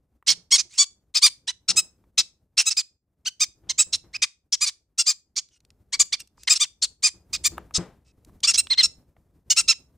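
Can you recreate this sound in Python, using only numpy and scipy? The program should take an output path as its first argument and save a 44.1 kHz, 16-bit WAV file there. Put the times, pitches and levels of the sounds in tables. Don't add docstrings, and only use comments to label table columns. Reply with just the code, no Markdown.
import sys
import numpy as np
from scipy import signal
from scipy.fft import rfft, irfft, next_fast_len
from scipy.io import wavfile
from scipy.ndimage import uniform_filter1d

SR = 44100
rng = np.random.default_rng(int(sys.argv[2]) if len(sys.argv) > 2 else 0)


def int16_out(signal):
    q = np.round(np.clip(np.atleast_2d(signal).T, -1, 1) * 32767)
    wavfile.write(sys.argv[1], SR, q.astype(np.int16))


def nominal_scale(level):
    x = np.asarray(level, float) / 20
    return 10 ** x


N = 439677

# (time [s], level [dB])
RUMBLE = [(0, -71.5), (1.5, -68.5), (2.1, -67), (2.5, -75), (3.3, -73), (3.8, -58), (4.15, -59.5),
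          (4.35, -78), (5.4, -73.5), (5.999, -62.5), (7.1, -67), (7.4, -52), (8.1, -61), (8.45, -55),
          (8.8, -60), (9.97, -62.5)]
# (frequency [Hz], density [dB per Hz])
RUMBLE_COLOUR = [(25, -17), (60, 0), (130, -9), (320, -15.5), (900, -30), (3000, -45)]
# (time [s], peak [dB], ring [Hz])
TICKS = [(0.2255, -45.5, 1030), (2.0396, -58, 1585), (5.4881, -49, 5620), (5.6042, -48.5, 5730),
         (5.6498, -49, 6010), (5.7041, -44, 5840), (6.0566, -39, 7800), (6.2026, -27.5, 8240),
         (6.274, -46.5, 6900), (6.3792, -47.5, 1174), (6.434, -31.5, 7350), (7.5803, -20.5, 1189),
         (7.7089, -39, 1200), (8.248, -44.5, 7730), (8.2946, -49.5, 974), (8.4038, -43, 6860),
         (8.67, -27, 3490), (9.1655, -51, 1038)]
# (frequency
# [Hz], gain [dB])
CALL_COLOUR = [(300, -57.5), (700, -27.5), (1300, -25.5), (2500, -14), (4500, -4), (6000, -0.5), (8200, -6.5),
               (10300, -25), (11200, -42), (13500, -38), (15700, -22.5), (16400, -46)]
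# (time [s], peak [dB])
KNOCKS = [(0.293, -41), (0.374, -54), (0.65, -56), (3.635, -52), (3.67, -50), (3.865, -50), (4.04, -50),
          (7.14, -52), (1.691, -37.5), (1.75, -45), (1.822, -52), (2.184, -50.5), (7.518, -40.5),
          (7.57, -37.5), (7.781, -22.5)]
# (frequency [Hz], level [dB], t60 [s])
BOARDS = [(119, -7, .17), (179, -1.5, .15), (338, 0.5, 0.11), (794, -14, 0.05)]
# (start [s], length [s], level [dB], first pitch [Hz], last pitch [Hz])
PEEPS = [(0.696, 0.11, -44.5, 992, 1600), (5.504, 0.074, -60.5, 1550, 1400),
         (6.039, 0.053, -59, 1450, 1400), (6.192, 0.028, -37, 1393, 1380), (6.373, 0.083, -56, 1193, 1330),
         (8.048, 0.069, -63.5, 1300, 1300)]

# (loudest moment [s], swell [s], fade [s], peak [dB], top pitch [Hz])
SQUEAKS = [(.536, 0.03, 0.041, -8.5, 1120), (1.246, 0.031, 0.04, -7, 1216),
           (3.424, 0.028, .026, -13.5, 1248), (6.621, .027, .031, -13.5, 1211),
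           (9.696, .02, .036, -10, 1364)]
# (loudest moment [s], swell [s], fade [s], peak [dB], top pitch [Hz])
NOTES = [(.803, .03, .042, -10, 1150), (8.593, .023, .018, -11.5, 1366), (1.786, .029, .023, -11, 1295),
         (2.682, .03, .018, -15, 1303), (8.842, .018, .026, -11, 1355)]
# (loudest moment [s], swell [s], fade [s], peak [dB], top pitch [Hz])
PIPES = [(2.78, .015, .037, -15, 1254), (3.803, 0.026, .03, -10, 1303), (4.632, 0.029, 0.032, -15.5, 1227),
         (5.088, .032, 0.039, -13, 1236), (6.007, .016, .024, -9, 1190), (6.515, 0.025, .033, -9.5, 1257),
         (7.052, .029, .041, -12, 1241), (7.466, 0.031, 0.017, -14, 1215), (8.488, .022, .036, -11.5, 1385),
         (9.59, .033, .029, -12, 1370)]
# (loudest moment [s], swell [s], fade [s], peak [dB], top pitch [Hz])
DOUBLES = [(5.0, .024, 0.029, -13.5, 1394), (9.511, .013, .026, -11, 1467)]
# (loudest moment [s], swell [s], fade [s], peak [dB], top pitch [Hz])
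CHIRPS = [(5.94, .018, .023, -19.5, 1150), (6.135, 0.014, .021, -17, 1200),
          (8.444, .015, 0.025, -13.5, 1200), (1.488, .018, .028, -21, 1000)]
# (loudest moment [s], swell [s], fade [s], peak [dB], top pitch [Hz])
RASPS = [(.295, .031, .041, -10.5, 1095), (.595, .022, 0.025, -16.5, 1240),
         (1.168, .028, .027, -14.5, 1250), (2.187, .013, .034, -12, 1324), (2.59, .021, .036, -11, 1369),
         (2.715, .015, .02, -19, 1325), (4.231, .014, .023, -14.5, 1246), (4.676, .022, 0.027, -19.5, 1178),
         (5.378, .022, .026, -20, 1178), (6.567, .019, .014, -19.5, 1393), (7.342, .016, .03, -20.5, 1250),
         (8.548, .015, .024, -17, 1130), (1.694, .015, .028, -13.5, 1380), (7.762, .025, .022, -17, 1290)]
# (loudest moment [s], swell [s], fade [s], peak [dB], top pitch [Hz])
SHRIEKS = [(3.94, .017, 0.024, -16.5, 1367), (4.535, .015, 0.023, -15, 1129),
           (6.835, 0.019, .025, -14.5, 1485)]
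# (loudest moment [s], swell [s], fade [s], peak [dB], top pitch [Hz])
WHISTLES = [(8.717, .019, 0.031, -14, 2110), (8.795, .023, .03, -10, 2110)]
# (loudest moment [s], swell [s], fade [s], peak [dB], top pitch [Hz])
CROAKS = [(3.278, .029, .016, -21.5, 1550), (3.702, 0.013, 0.022, -19.5, 1080),
          (4.163, .033, 0.008, -25.5, 1299), (6.481, .01, 0.012, -16.5, 1079)]
# (half-pitch lines [dB], odd harmonics [dB], treble [dB], low harmonics [dB])
KINDS = [(SQUEAKS, (.21, .35, .65, .25, .27, .1, 2.3), (-24, -3, -3.5, -10)),
         (NOTES, (.2, .55, .6, .25, .05, .2, 3.6), (-24, -1.5, 1.5, -9.5)),
         (PIPES, (.3, .35, .6, .27, .24, .08, 2.7), (-17, -9, 1.5, -9)),
         (DOUBLES, (.28, .4, .45, .2, .05, .15, 3.3), (-3.5, -4, 1, -9)),
         (CHIRPS, (.34, .1, .55, .36, .15, .45, 2.1), (-25, -6, -5, -5)),
         (RASPS, (.58, .05, 0.48, .3, .17, .05, 2.8), (-24, -3.5, -6, -13)),
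         (SHRIEKS, (.56, .1, .3, .27, .2, .05, 2.4), (-18.5, 6, -5, -16)),
         (WHISTLES, (.26, .4, .5, .2, .33, -.15, 2.9), (-22, -19, -16, -3)),
         (CROAKS, (.44, .03, .4, .38, .22, -.05, 1.9), (-28, -4, -5, -1.5))]

START_DB, END_DB = -39.5, -23.5
SWELL_BEND, FADE_BEND, RAGGED_BEND = 3.3, 2.6, 1.8
STRAIN_PER_DB = -0.0036
PEEP_RAGGED, PATCHY_DB = 0.72, 4.0
ROOM_T60_S, ROOM_DB, NEAR_WALL_DB = 0.22, -25, -13


def at_hz(points, hz):
    table_hz, table_db = np.array(points)[:, 0], np.array(points)[:, 1]
    return np.interp(np.log(hz + 1), np.log(table_hz), table_db)


def wobble(hz, size):
    x = signal.sosfilt(signal.butter(2, hz, fs=SR, output="sos"), rng.standard_normal(size))
    return x / x.std()


def ring(clicks, hz, t60_s):
    radius = nominal_scale(-60 / (t60_s * SR))
    angle = 2 * np.pi * hz / SR
    return signal.lfilter([0, np.sin(angle)], [1, -2 * radius * np.cos(angle), radius * radius], clicks + 1e-18)


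def rumble():
    size = next_fast_len(N)
    shape = nominal_scale(at_hz(RUMBLE_COLOUR, np.fft.rfftfreq(size, 1 / SR)))
    mid, side = irfft(rfft(rng.standard_normal((2, size))) * shape, size)[:, :N]
    side = signal.lfilter([1, -1], [1, -0.96], side)
    time_s, level_db = np.transpose(RUMBLE)
    lumpy_db = np.interp(np.arange(N) / SR, time_s, level_db) + 3.5 * wobble(10, N)
    gain = nominal_scale(lumpy_db) / mid.std()
    return gain * (nominal_scale([[0.4], [-0.4]]) * mid + 0.25 * side * [[1], [-1]])


def ticks():
    out, t = np.zeros(N), np.arange(1500) / SR
    for time_s, peak_db, hz in TICKS:
        scratch = rng.standard_normal(len(t)) * np.exp(-t / 0.0023)
        scratch = signal.sosfilt(signal.butter(2, 0.4 * hz, "high", fs=SR, output="sos"), scratch)
        coloured = ring(scratch, hz, 3.0 / hz)
        start = round(time_s * SR)
        out[start:start + len(t)] += nominal_scale(peak_db) * (0.15 * scratch + coloured / np.abs(coloured).max())
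    return out


def arch(call, manner):
    top_s, swell_s, fade_s, peak_db, top_hz = call
    ragged, fray_start, fray_end, short_start, short_end, crest, flatness = manner
    u = np.linspace(-1, 1, 15)
    early, off_peak = u < 0, np.abs(u)
    time_s = top_s + u * np.where(early, swell_s, fade_s)
    level_db = peak_db + np.where(early, START_DB * off_peak ** SWELL_BEND, END_DB * off_peak ** FADE_BEND)
    rising = u < crest
    sag = np.abs(u - crest) / np.where(rising, 1 + crest, 1 - crest)
    pitch_hz = top_hz * (1 - np.where(rising, short_start, short_end) * sag ** flatness)
    fray = ragged + np.where(early, fray_start, fray_end) * off_peak ** RAGGED_BEND
    fray = fray - STRAIN_PER_DB * (peak_db + 12.5)
    return np.transpose([time_s, level_db, pitch_hz, fray])


def squawk(rows, half_db, odd_db, treble_db, low_db, jitter, shimmer):
    time_s, level_db, pitch_hz, ragged = np.transpose(rows)
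    t = np.arange(round(time_s[0] * SR), round((time_s[-1] + 0.006) * SR)) / SR
    pitch_hz = uniform_filter1d(np.interp(t, time_s, pitch_hz), size=200)
    ragged = np.clip(np.interp(t, time_s, ragged), 0, 1)
    jitter_rad = 0.3 * ragged ** 1.6 * jitter[:len(t)]
    phase = np.pi * np.cumsum(pitch_hz) / SR + jitter_rad
    line = np.arange(1, 30)[:, None]
    hz = line * pitch_hz / 2

    tilt_db = np.interp(hz, [3015, 3830, 5570, 6600], [low_db + 10, 0, 0, treble_db])
    odd_harmonic_db = odd_db * np.where(line > 2, 1, 0.5)
    parity_db = np.where(line % 2 == 1, half_db, np.where(line % 4 == 2, odd_harmonic_db, 0))
    colour_db = at_hz(CALL_COLOUR, hz) + tilt_db + parity_db
    height = nominal_scale(colour_db + rng.normal(0, 3, line.shape)) * (hz < 16400)
    height *= nominal_scale(PATCHY_DB * (0.3 + ragged) * jitter[np.arange(len(t)) // 4 + 900 * line])
    height /= np.sqrt(np.sum(height ** 2, axis=0) / 2)
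    swing = height * np.exp(1j * (line * phase + rng.uniform(0, 2 * np.pi, line.shape)))

    apart = nominal_scale(NEAR_WALL_DB) * (rng.normal(0, 0.86, line.shape) + 1j * rng.standard_normal(line.shape))
    tone = np.imag([np.sum(swing * (1 + apart), axis=0), np.sum(swing * (1 - apart), axis=0)])
    tone *= nominal_scale(9.5 * ragged * np.tanh(0.7 * shimmer[:len(t)]) - 1.7 * ragged - 1.3)
    fade = np.clip((t[-1] - t) / 0.006, 0, 1)
    return tone * fade * np.interp(t, time_s, nominal_scale(level_db / 2)) ** 2


def chicks():
    out, jitter, shimmer = np.zeros((2, N)), wobble(340, N + SR), wobble(970, N)
    calls = [(arch(call, manner), voice) for table, manner, voice in KINDS for call in table]
    for start_s, length_s, db, first_hz, last_hz in PEEPS:
        rows = [(start_s, db - 12.5, first_hz, PEEP_RAGGED),
                (start_s + length_s / 2, db, (first_hz + last_hz) / 2, PEEP_RAGGED),
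                (start_s + length_s, db - 7.0, last_hz, PEEP_RAGGED)]
        calls.append((rows, (-20, -9.0, 0.55, -3.0)))
    for rows, voice in calls:
        i = round(rows[0][0] * SR)
        call = squawk(rows, *voice, jitter[i:], shimmer[i:])
        out[:, i:i + call.shape[1]] += call
    size = next_fast_len(N)
    hz = np.fft.rfftfreq(size, 1 / SR)
    shut_db = np.interp(hz, [320, 900, 10500, 11100, 13000, 14500], [-17, -0.5, -0.5, -25, -16, 3.5])
    return irfft(rfft(out, size) * nominal_scale(shut_db), size)[:, :N]


def knocks():
    out, t = np.zeros(N), np.arange(round(0.3 * SR)) / SR
    for time_s, peak_db in KNOCKS:
        push = rng.standard_normal(len(t)) * np.exp(-t / 0.014)
        body = sum(nominal_scale(level_db) * ring(push, hz, t60_s) for hz, level_db, t60_s in BOARDS)
        dull_noise = signal.lfilter([1], [1, -0.7], rng.standard_normal(len(t)))
        rustle = signal.sosfilt(signal.butter(1, [130, 520], "band", fs=SR, output="sos"), dull_noise)
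        rustle = rustle * np.exp(-t / 0.05)
        blow = body / np.abs(body).max() + 0.61 * rustle / np.abs(rustle).max()
        start = round(time_s * SR)
        out[start:start + len(t)] += nominal_scale(peak_db) * blow
    return out


def room(x):
    t = np.arange(round(0.5 * SR)) / SR
    tail = rng.standard_normal((2, len(t))) * nominal_scale(-60 * t / ROOM_T60_S) * (1 - np.exp(-t / 0.018))
    tail = nominal_scale(ROOM_DB) * tail / np.linalg.norm(tail[0])
    return x + signal.fftconvolve(x, tail, axes=1)[:, :N]


def scene():
    boards = nominal_scale([[1.8], [-1.8]]) * knocks()
    return room(chicks() + ticks() + boards) + rumble()


def low_pass(x):
    return signal.sosfilt(signal.butter(12, 16970, fs=SR, output="sos"), x)


def record(dry):
    rounded = np.tanh(dry)
    mix = signal.sosfilt(signal.cheby2(10, 70, 16900, fs=SR, output="sos"), rounded)
    return low_pass(mix)


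dry = scene()
out = record(dry)
int16_out(out)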